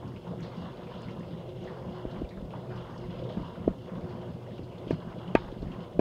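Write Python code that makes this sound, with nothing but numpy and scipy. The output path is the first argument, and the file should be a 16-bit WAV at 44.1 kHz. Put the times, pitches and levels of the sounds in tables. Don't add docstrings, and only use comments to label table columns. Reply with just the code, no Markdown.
import sys
import numpy as np
from scipy import signal
from scipy.fft import rfft, irfft
from scipy.io import wavfile
from scipy.ndimage import uniform_filter1d

SR = 44100
rng = np.random.default_rng(int(sys.argv[2]) if len(sys.argv) > 2 else 0)


def dump(signal):
    limited = np.clip(np.atleast_2d(signal).T, -1, 1)
    pcm = np.round(limited * 32767).astype(np.int16)
    wavfile.write(sys.argv[1], SR, pcm)


N = 264644
CONTROL_TIMES_S = np.arange(0, N / SR + .001, .001)


def undb(db):
    return 10 ** (np.asarray(db) / 20)


def unit(x):
    return x / np.sqrt(np.mean(x ** 2))


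def band(x, hz, *widths_hz):
    for width in widths_hz:
        x = signal.lfilter(*signal.iirpeak(hz, hz / width, SR), x)
    return x


def colour(x, table):
    hz, db = np.transpose(table)
    log_hz = np.log(np.fft.rfftfreq(N, 1 / SR) + 1)
    outside = np.maximum(np.log(hz[0]) - log_hz, 0) + np.maximum(log_hz - np.log(hz[-1]), 0)
    gain = undb(np.interp(log_hz, np.log(hz), db) - 60 * outside)
    return unit(irfft(rfft(x) * gain, N))


def wander(per_s):
    step = int(SR / per_s)
    held = np.repeat(rng.standard_normal(N // step + 1), step)[:N]
    return unit(uniform_filter1d(held, step))


def per_sample(slow):
    return np.array([np.interp(np.arange(N) / SR, CONTROL_TIMES_S, row) for row in np.atleast_2d(slow)])


def swells(rows, rest_db):
    power = sum(undb(2 * db) * np.cos(np.pi * np.clip((CONTROL_TIMES_S - middle) / length, -.5, .5)) ** 2
                for middle, length, db in rows)
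    return per_sample(np.sqrt(power + undb(2 * rest_db)))[0]


def drops(per_s, spread_db, fade_s, wash_db):
    lands = rng.random(N) < per_s / SR
    sizes = undb(spread_db * np.minimum(rng.exponential(size=N), 3))
    bursts = signal.lfilter([1], [1, -np.exp(-np.log(1000) / (fade_s * SR))], lands * sizes)
    return (unit(bursts) + undb(wash_db)) * rng.standard_normal(N)


def flicker(x, edges_hz, depth_db, per_s):
    spectrum, hz = rfft(x), np.fft.rfftfreq(N, 1 / SR)
    parts = (irfft(spectrum * ((hz >= lo) & (hz < hi)), N) for lo, hi in zip(edges_hz, edges_hz[1:]))
    return unit(sum(part * undb(depth_db * wander(per_s)) for part in parts))


def pump():
    # pitch_hz, width_hz, level_db, waver_share
    hum_tones = [(121.3, 14.4, -46.5, 0.86), (361.4, 15.8, -49.5, 1.64)]
    # pitch_hz, level_db
    whine_tones = [(5001, -89), (5766, -94), (6487, -93), (7924, -101), (9367, -104), (10088, -100),
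                   (10810, -99), (11531, -102)]
    t = np.arange(N) / SR
    hum = 0
    for hz, width, db, share in hum_tones:
        waver = unit(band(rng.standard_normal(N), hz, width, 4 * hz))
        hum += undb(db) * unit(np.sin(2 * np.pi * hz * t) + share * waver)
    hum *= undb(1.63 * wander(5))
    shaky_t = t + np.cumsum(0.000497 * wander(11)) / SR
    whine = sum(undb(db + 1.5 * wander(12)) * np.sqrt(2) * np.sin(2 * np.pi * hz * shaky_t)
                for hz, db in whine_tones)
    return hum + whine


def jet_sweeps():
    # start_s, length_s, bottom_lift_db, walls_lift_db, dishes_lift_db
    passing_jets = [(-.1, 0.16, 1, 6.6, 0.75), (0.246, 0.07, 6, 1.9, 1.1), (0.41, 0.43, 1.5, 9.6, 5.2),
                    (0.88, 0.29, 3, 9.2, 5), (1.195, 0.25, 2.5, 3.8, 2.6), (1.612, 0.56, 6, 9.2, 3.9),
                    (2.49, 0.19, 4.5, 4.5, 1.7), (2.677, .36, 2.5, 8.3, 5.2), (3.08, 0.55, 3.5, 8.1, 4.6),
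                    (3.85, .44, 3.5, 7.8, 3), (4.405, 0.19, -2.5, 1, 2.3), (4.736, 0.33, 1.5, 4, 2.4),
                    (4.985, 0.36, 2, 8.6, 3.4), (5.347, .12, 2.5, 9.6, 6), (5.697, 0.14, 3, 7.7, 3.2)]
    # bottom_db, walls_db, dishes_db
    rest_db = [-49.5, -60, -64.5]
    rise_s, fall_s, sag_db_per_s = 0.032, 0.082, 3.5
    lift_db = np.zeros((3, len(CONTROL_TIMES_S)))
    for start, length, *db in passing_jets:
        age = CONTROL_TIMES_S - start
        shape = np.clip(np.minimum(age / rise_s, 1 + (length - age) / fall_s), 0, 1)
        lift_db = np.maximum(lift_db, shape * (np.array(db)[:, None] - sag_db_per_s * age))
    return per_sample(undb(lift_db + np.array(rest_db)[:, None]))


def door_drumming():
    # middle_s, length_s, level_db
    door_gushes = [(.06, 0.13, -39), (.31, 0.082, -40.5), (.42, 0.11, -35.5), (.63, 0.22, -41.5),
                   (.97, 0.068, -39), (1.19, 0.086, -37), (1.41, 0.1, -42), (1.66, 0.14, -39),
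                   (1.86, 0.12, -33.5), (2.18, .2, -37.5), (2.4, 0.22, -38), (3.1, 0.048, -40),
                   (3.24, 0.082, -39), (3.39, 0.12, -35), (3.7, 0.06, -36), (3.98, 0.11, -43),
                   (4.33, 0.11, -34), (4.62, 0.11, -44), (4.78, .1, -50), (4.94, 0.092, -35),
                   (5.07, 0.062, -36.5), (5.19, 0.12, -41), (5.29, .06, -38), (5.48, 0.11, -38),
                   (5.65, 0.23, -38.5), (5.84, 0.045, -38.5), (5.99, .1, -34)]
    # pitch_hz, level_db
    door_tone = [(30, -47), (60, -14), (91, 1), (112, -6), (170, -1), (230, -1.5), (320, -8), (400, -32)]
    panel_hz, panel_width_hz, panel_db = 172, 24, -3
    gain = swells(door_gushes, rest_db=-44.5) * undb(1.5 * wander(6))
    blows = drops(per_s=69, spread_db=2.1, fade_s=0.17, wash_db=-6.5)
    panel = undb(panel_db) * unit(band(blows, panel_hz, panel_width_hz, panel_hz))
    return gain * unit(colour(blows, door_tone) + panel)


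def bottom_slosh():
    # pitch_hz, level_db
    pool_tone = [(260, -28), (330, -7), (410, -4.5), (500, 2), (690, -5), (880, -16)]
    water = drops(per_s=90, spread_db=1.6, fade_s=0.12, wash_db=3)
    return flicker(colour(water, pool_tone), [0, 330, 450, 600, 2000], depth_db=0.12, per_s=13)


def wall_rush():
    # pitch_hz, level_db
    wall_tone = [(410, -37), (700, -9.5), (977, -0.5), (1250, -9), (1430, -10), (1610, -14), (2300, -31.5),
                 (2990, -56), (5060, -120)]
    water = drops(per_s=85, spread_db=0.89, fade_s=0.09, wash_db=3)
    return flicker(colour(water, wall_tone), [0, 950, 1250, 1600, 9000], depth_db=0.96, per_s=14)


def dish_spray():
    # pitch_hz, level_db
    spray_tone = [(1240, -36), (2100, 0.5), (2220, -5.5), (2640, -3), (2790, 3), (2940, -2.5), (3440, -1),
                  (3720, -1.5), (5140, -9.5), (6680, -23), (11300, -120)]
    # pitch_hz, width_hz, level_db
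    dish_rings = [(1535, 82, -16.5), (3000, 400, -6.5), (3376, 92, -13), (4960, 38, -21.5), (5300, 32, -34),
                  (6530, 40, -25)]
    patter = drops(per_s=120, spread_db=4, fade_s=0.05, wash_db=8)
    ringing = sum(undb(db) * unit(band(patter, hz, width, hz / 2)) for hz, width, db in dish_rings)
    spray = colour(patter, spray_tone) + ringing
    spray = flicker(spray, [0, 2700, 3400, 4200, 5300, 20000], depth_db=2.37, per_s=14)
    return spray + undb(-7) * droplets(count=900, lo_hz=1718, hi_hz=5320, cycles=6.7, spread_db=2)


def droplets(count, lo_hz, hi_hz, cycles, spread_db):
    when, pitch, smallness = rng.random((count, 3)).T
    hz = (lo_hz * (hi_hz / lo_hz) ** pitch)[:, None]
    t = np.arange(SR // 40) / SR
    ping = np.sin(2 * np.pi * hz * t) * np.exp(-t * hz / cycles) * np.minimum(t * hz / 2, 1)
    ping *= undb(-spread_db * np.log(smallness + 0.033))[:, None] * lo_hz / hz
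    where = (when * N).astype(int)[:, None] + np.arange(len(t))
    return unit(np.bincount(where.ravel(), ping.ravel(), N)[:N])


def splashes():
    # start_s, level_db, pitch_hz, fade_s (time to fall 60 dB)
    water_splashes = [(0.076, -62, 4760, 0.11), (.16, -51.5, 2620, 0.1), (0.266, -45.5, 1010, 0.23),
                      (0.387, -56, 1440, 0.22), (0.399, -57.5, 2000, 0.38), (.405, -61.5, 6200, .05),
                      (.426, -54, 3980, .26), (0.569, -62, 4600, .11), (.62, -42.5, 523, 0.38),
                      (.77, -61, 3900, .08), (.867, -57.5, 2400, 0.32), (.96, -47, 556, 0.18),
                      (1.018, -56, 6500, 0.025), (1.03, -54, 2930, 0.13), (1.083, -49, 2040, .09),
                      (1.108, -58, 4300, .06), (1.123, -57, 1200, .069), (1.186, -39.5, 487, .15),
                      (1.194, -65, 6500, .04), (1.491, -51.5, 3240, 0.048), (1.638, -63, 6500, .04),
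                      (1.673, -52.5, 1850, 0.28), (1.83, -50, 476, 0.28), (1.847, -61, 2860, 0.079),
                      (2.108, -58, 4050, 0.13), (2.157, -56, 2050, .12), (2.245, -52, 2520, .071),
                      (2.289, -56, 3860, 0.11), (2.307, -53.5, 1920, .21), (2.373, -51.5, 1460, .094),
                      (2.504, -54.5, 2660, 0.15), (2.535, -43, 920, 0.22), (2.705, -53.5, 1460, 0.63),
                      (2.759, -58.5, 4470, .1), (2.868, -63, 1900, 0.27), (2.978, -57, 4700, .06),
                      (3.238, -54.5, 3300, 0.14), (3.289, -54.5, 3300, 0.42), (3.295, -55, 2000, 0.12),
                      (3.322, -54, 3210, 0.13), (3.463, -57, 3100, .1), (3.554, -50, 1400, .1),
                      (3.89, -60, 1890, 0.31), (3.957, -43.5, 1010, 0.041), (4.091, -64, 4060, 0.22),
                      (4.214, -56, 3340, .1), (4.517, -57, 1850, .071), (4.579, -49, 2780, 0.054),
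                      (4.632, -59.5, 4170, 0.12), (4.78, -55, 3500, 0.085), (4.879, -50.5, 3000, 0.079),
                      (4.911, -53.5, 4230, 0.14), (5.08, -54, 1490, 0.22), (5.276, -52.5, 2900, .1),
                      (5.516, -55.5, 3340, 0.12), (5.621, -56.5, 3940, .072), (5.666, -60, 1890, 0.38),
                      (5.716, -55, 2830, 0.23), (5.804, -51, 3040, 0.045)]
    rise_s = 0.0013
    out, t = np.zeros(N + SR), np.arange(SR // 4) / SR
    for start, db, hz, fade_s in water_splashes:
        burst = unit(band(rng.standard_normal(len(t)), hz, 0.47 * hz, 0.28 * hz))
        shape = np.exp(-np.log(1000) * t / fade_s) * np.minimum(t / rise_s, 1)
        out[int(start * SR):][:len(t)] += undb(db) * burst * shape
    return out[:N]


def finger_rumble():
    # middle_s, length_s, level_db
    finger_shifts = [(.96, 0.088, -60), (1.08, 0.14, -55), (1.64, .1, -52), (1.88, 0.18, -51),
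                     (2.06, 0.07, -42), (2.23, .14, -42), (2.43, 0.18, -46), (2.79, 0.22, -51),
                     (3.08, 0.22, -48), (3.22, 0.087, -50), (3.4, .12, -41), (3.69, 0.086, -37),
                     (3.98, .16, -55), (4.62, .2, -54), (4.93, 0.12, -46), (5.08, .12, -49),
                     (5.38, .14, -40.5), (5.49, 0.14, -44), (5.67, 0.21, -40), (6.0, 0.12, -42)]
    rumble = rng.standard_normal(N)
    for hz, width in (45, 56), (42, 60), (49, 70):
        rumble = band(rumble, hz, width)
    return swells(finger_shifts, rest_db=-62) * unit(rumble)


def camera_knocks():
    # start_s, level_db, contact_ms, tick_db, crack_db, rattle_db, direction (+1 in, -1 out)
    door_knocks = [(2.051, -20, 3.15, -41, -60, -29, -1), (2.217, -20, 3.96, -34, -60, -22, -1),
                   (2.421, -31, 8.9, -47.5, -60, -27, -1), (3.224, -28, 3.5, -40, -60, -12, 1),
                   (3.37, -21.5, 4.8, -38, -61, -6, -1), (3.677, -7, 3.1, -47, -60, -20, -1),
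                   (4.592, -28, 3.6, -33, -59, -14, -1), (4.87, -27, 3.4, -45, -60, -13, 1),
                   (4.907, -11.5, 3.26, -21, -34, -31, 1), (4.924, -22.5, 7.2, -33, -50, -8.5, 1),
                   (5.351, -3, 2.65, -13, -34, -32, 1), (5.524, -27, 3.65, -37, -55, -22, -1),
                   (5.627, -24.5, 3.6, -47, -58, -11, 1), (5.992, -6, 2.88, -26.5, -47, -9, 1)]
    # pitch_hz, width_hz, level_db
    dull_rings = [(332, 370, 7), (212, 88, -13), (638, 100, 5.5), (1000, 250, 4)]
    # pitch_hz, width_hz, level_db
    bright_rings = [(930, 87, 6), (1230, 115, 4), (1596, 480, 6), (2175, 260, 2.5), (2420, 60, -3.5),
                    (3440, 410, -10)]
    out, t = np.zeros(N + SR), np.arange(SR // 5) / SR
    for start, level_db, contact_ms, tick_db, crack_db, rattle_db, direction in door_knocks:
        progress = np.minimum(t * 1000 / contact_ms, 1)
        push = -np.sign(direction) * np.sin(2 * np.pi * progress)
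        push *= np.sin(np.pi * progress ** 1.61)
        rattle = undb(rattle_db) * rng.standard_normal(len(t)) * np.exp(-t / 0.032) * progress
        force = push + band(rattle, 350, 530)
        thud = sum(undb(db) * band(force, hz, width) for hz, width, db in dull_rings)
        chatter = np.exp(-t / .004) + .2 * np.exp(-t / .016)
        touch = rng.standard_normal(len(t)) * chatter
        tick = sum(undb(db) * unit(band(touch, hz, width, hz / 2, hz)) for hz, width, db in bright_rings)
        snap = rng.standard_normal(len(t)) * np.exp(-t / .0013)
        crack = band(band(snap, 3000, 5000), 5000, 15000)
        for db, part in (0, thud), (tick_db, tick), (crack_db, crack):
            out[int(start * SR):][:len(t)] += undb(level_db + db) * part / np.abs(part).max()
    return out[:N]


def scene():
    bottom, walls, dishes = jet_sweeps()
    water = door_drumming() + bottom * bottom_slosh() + walls * wall_rush() + dishes * dish_spray()
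    return (water + splashes() + pump() + camera_knocks() + finger_rumble())[None]


def record(dry):
    # pitch_hz, level_db
    hiss_tone = [(2000, 5), (5000, 6), (7000, 4.5), (9000, 2), (11000, 1), (15800, -2)]
    dip_from_db, dip_strength, recover_s = -20, 0.31, 0.048
    hiss_db, top_hz = -74.5, 15700
    decay = np.exp(-1 / (recover_s * SR))
    smoother = [1 - decay], [1, -decay]
    loudness = np.sqrt(signal.lfilter(*smoother, signal.lfilter(*smoother, dry ** 2)))
    gain = (1 + (loudness / undb(dip_from_db)) ** 2) ** -dip_strength
    hiss = undb(hiss_db) * colour(rng.standard_normal(N), hiss_tone)
    return signal.sosfilt(signal.ellip(10, .2, 70, top_hz, fs=SR, output="sos"), dry * gain + hiss)


dry = scene()
out = record(dry)
dump(out)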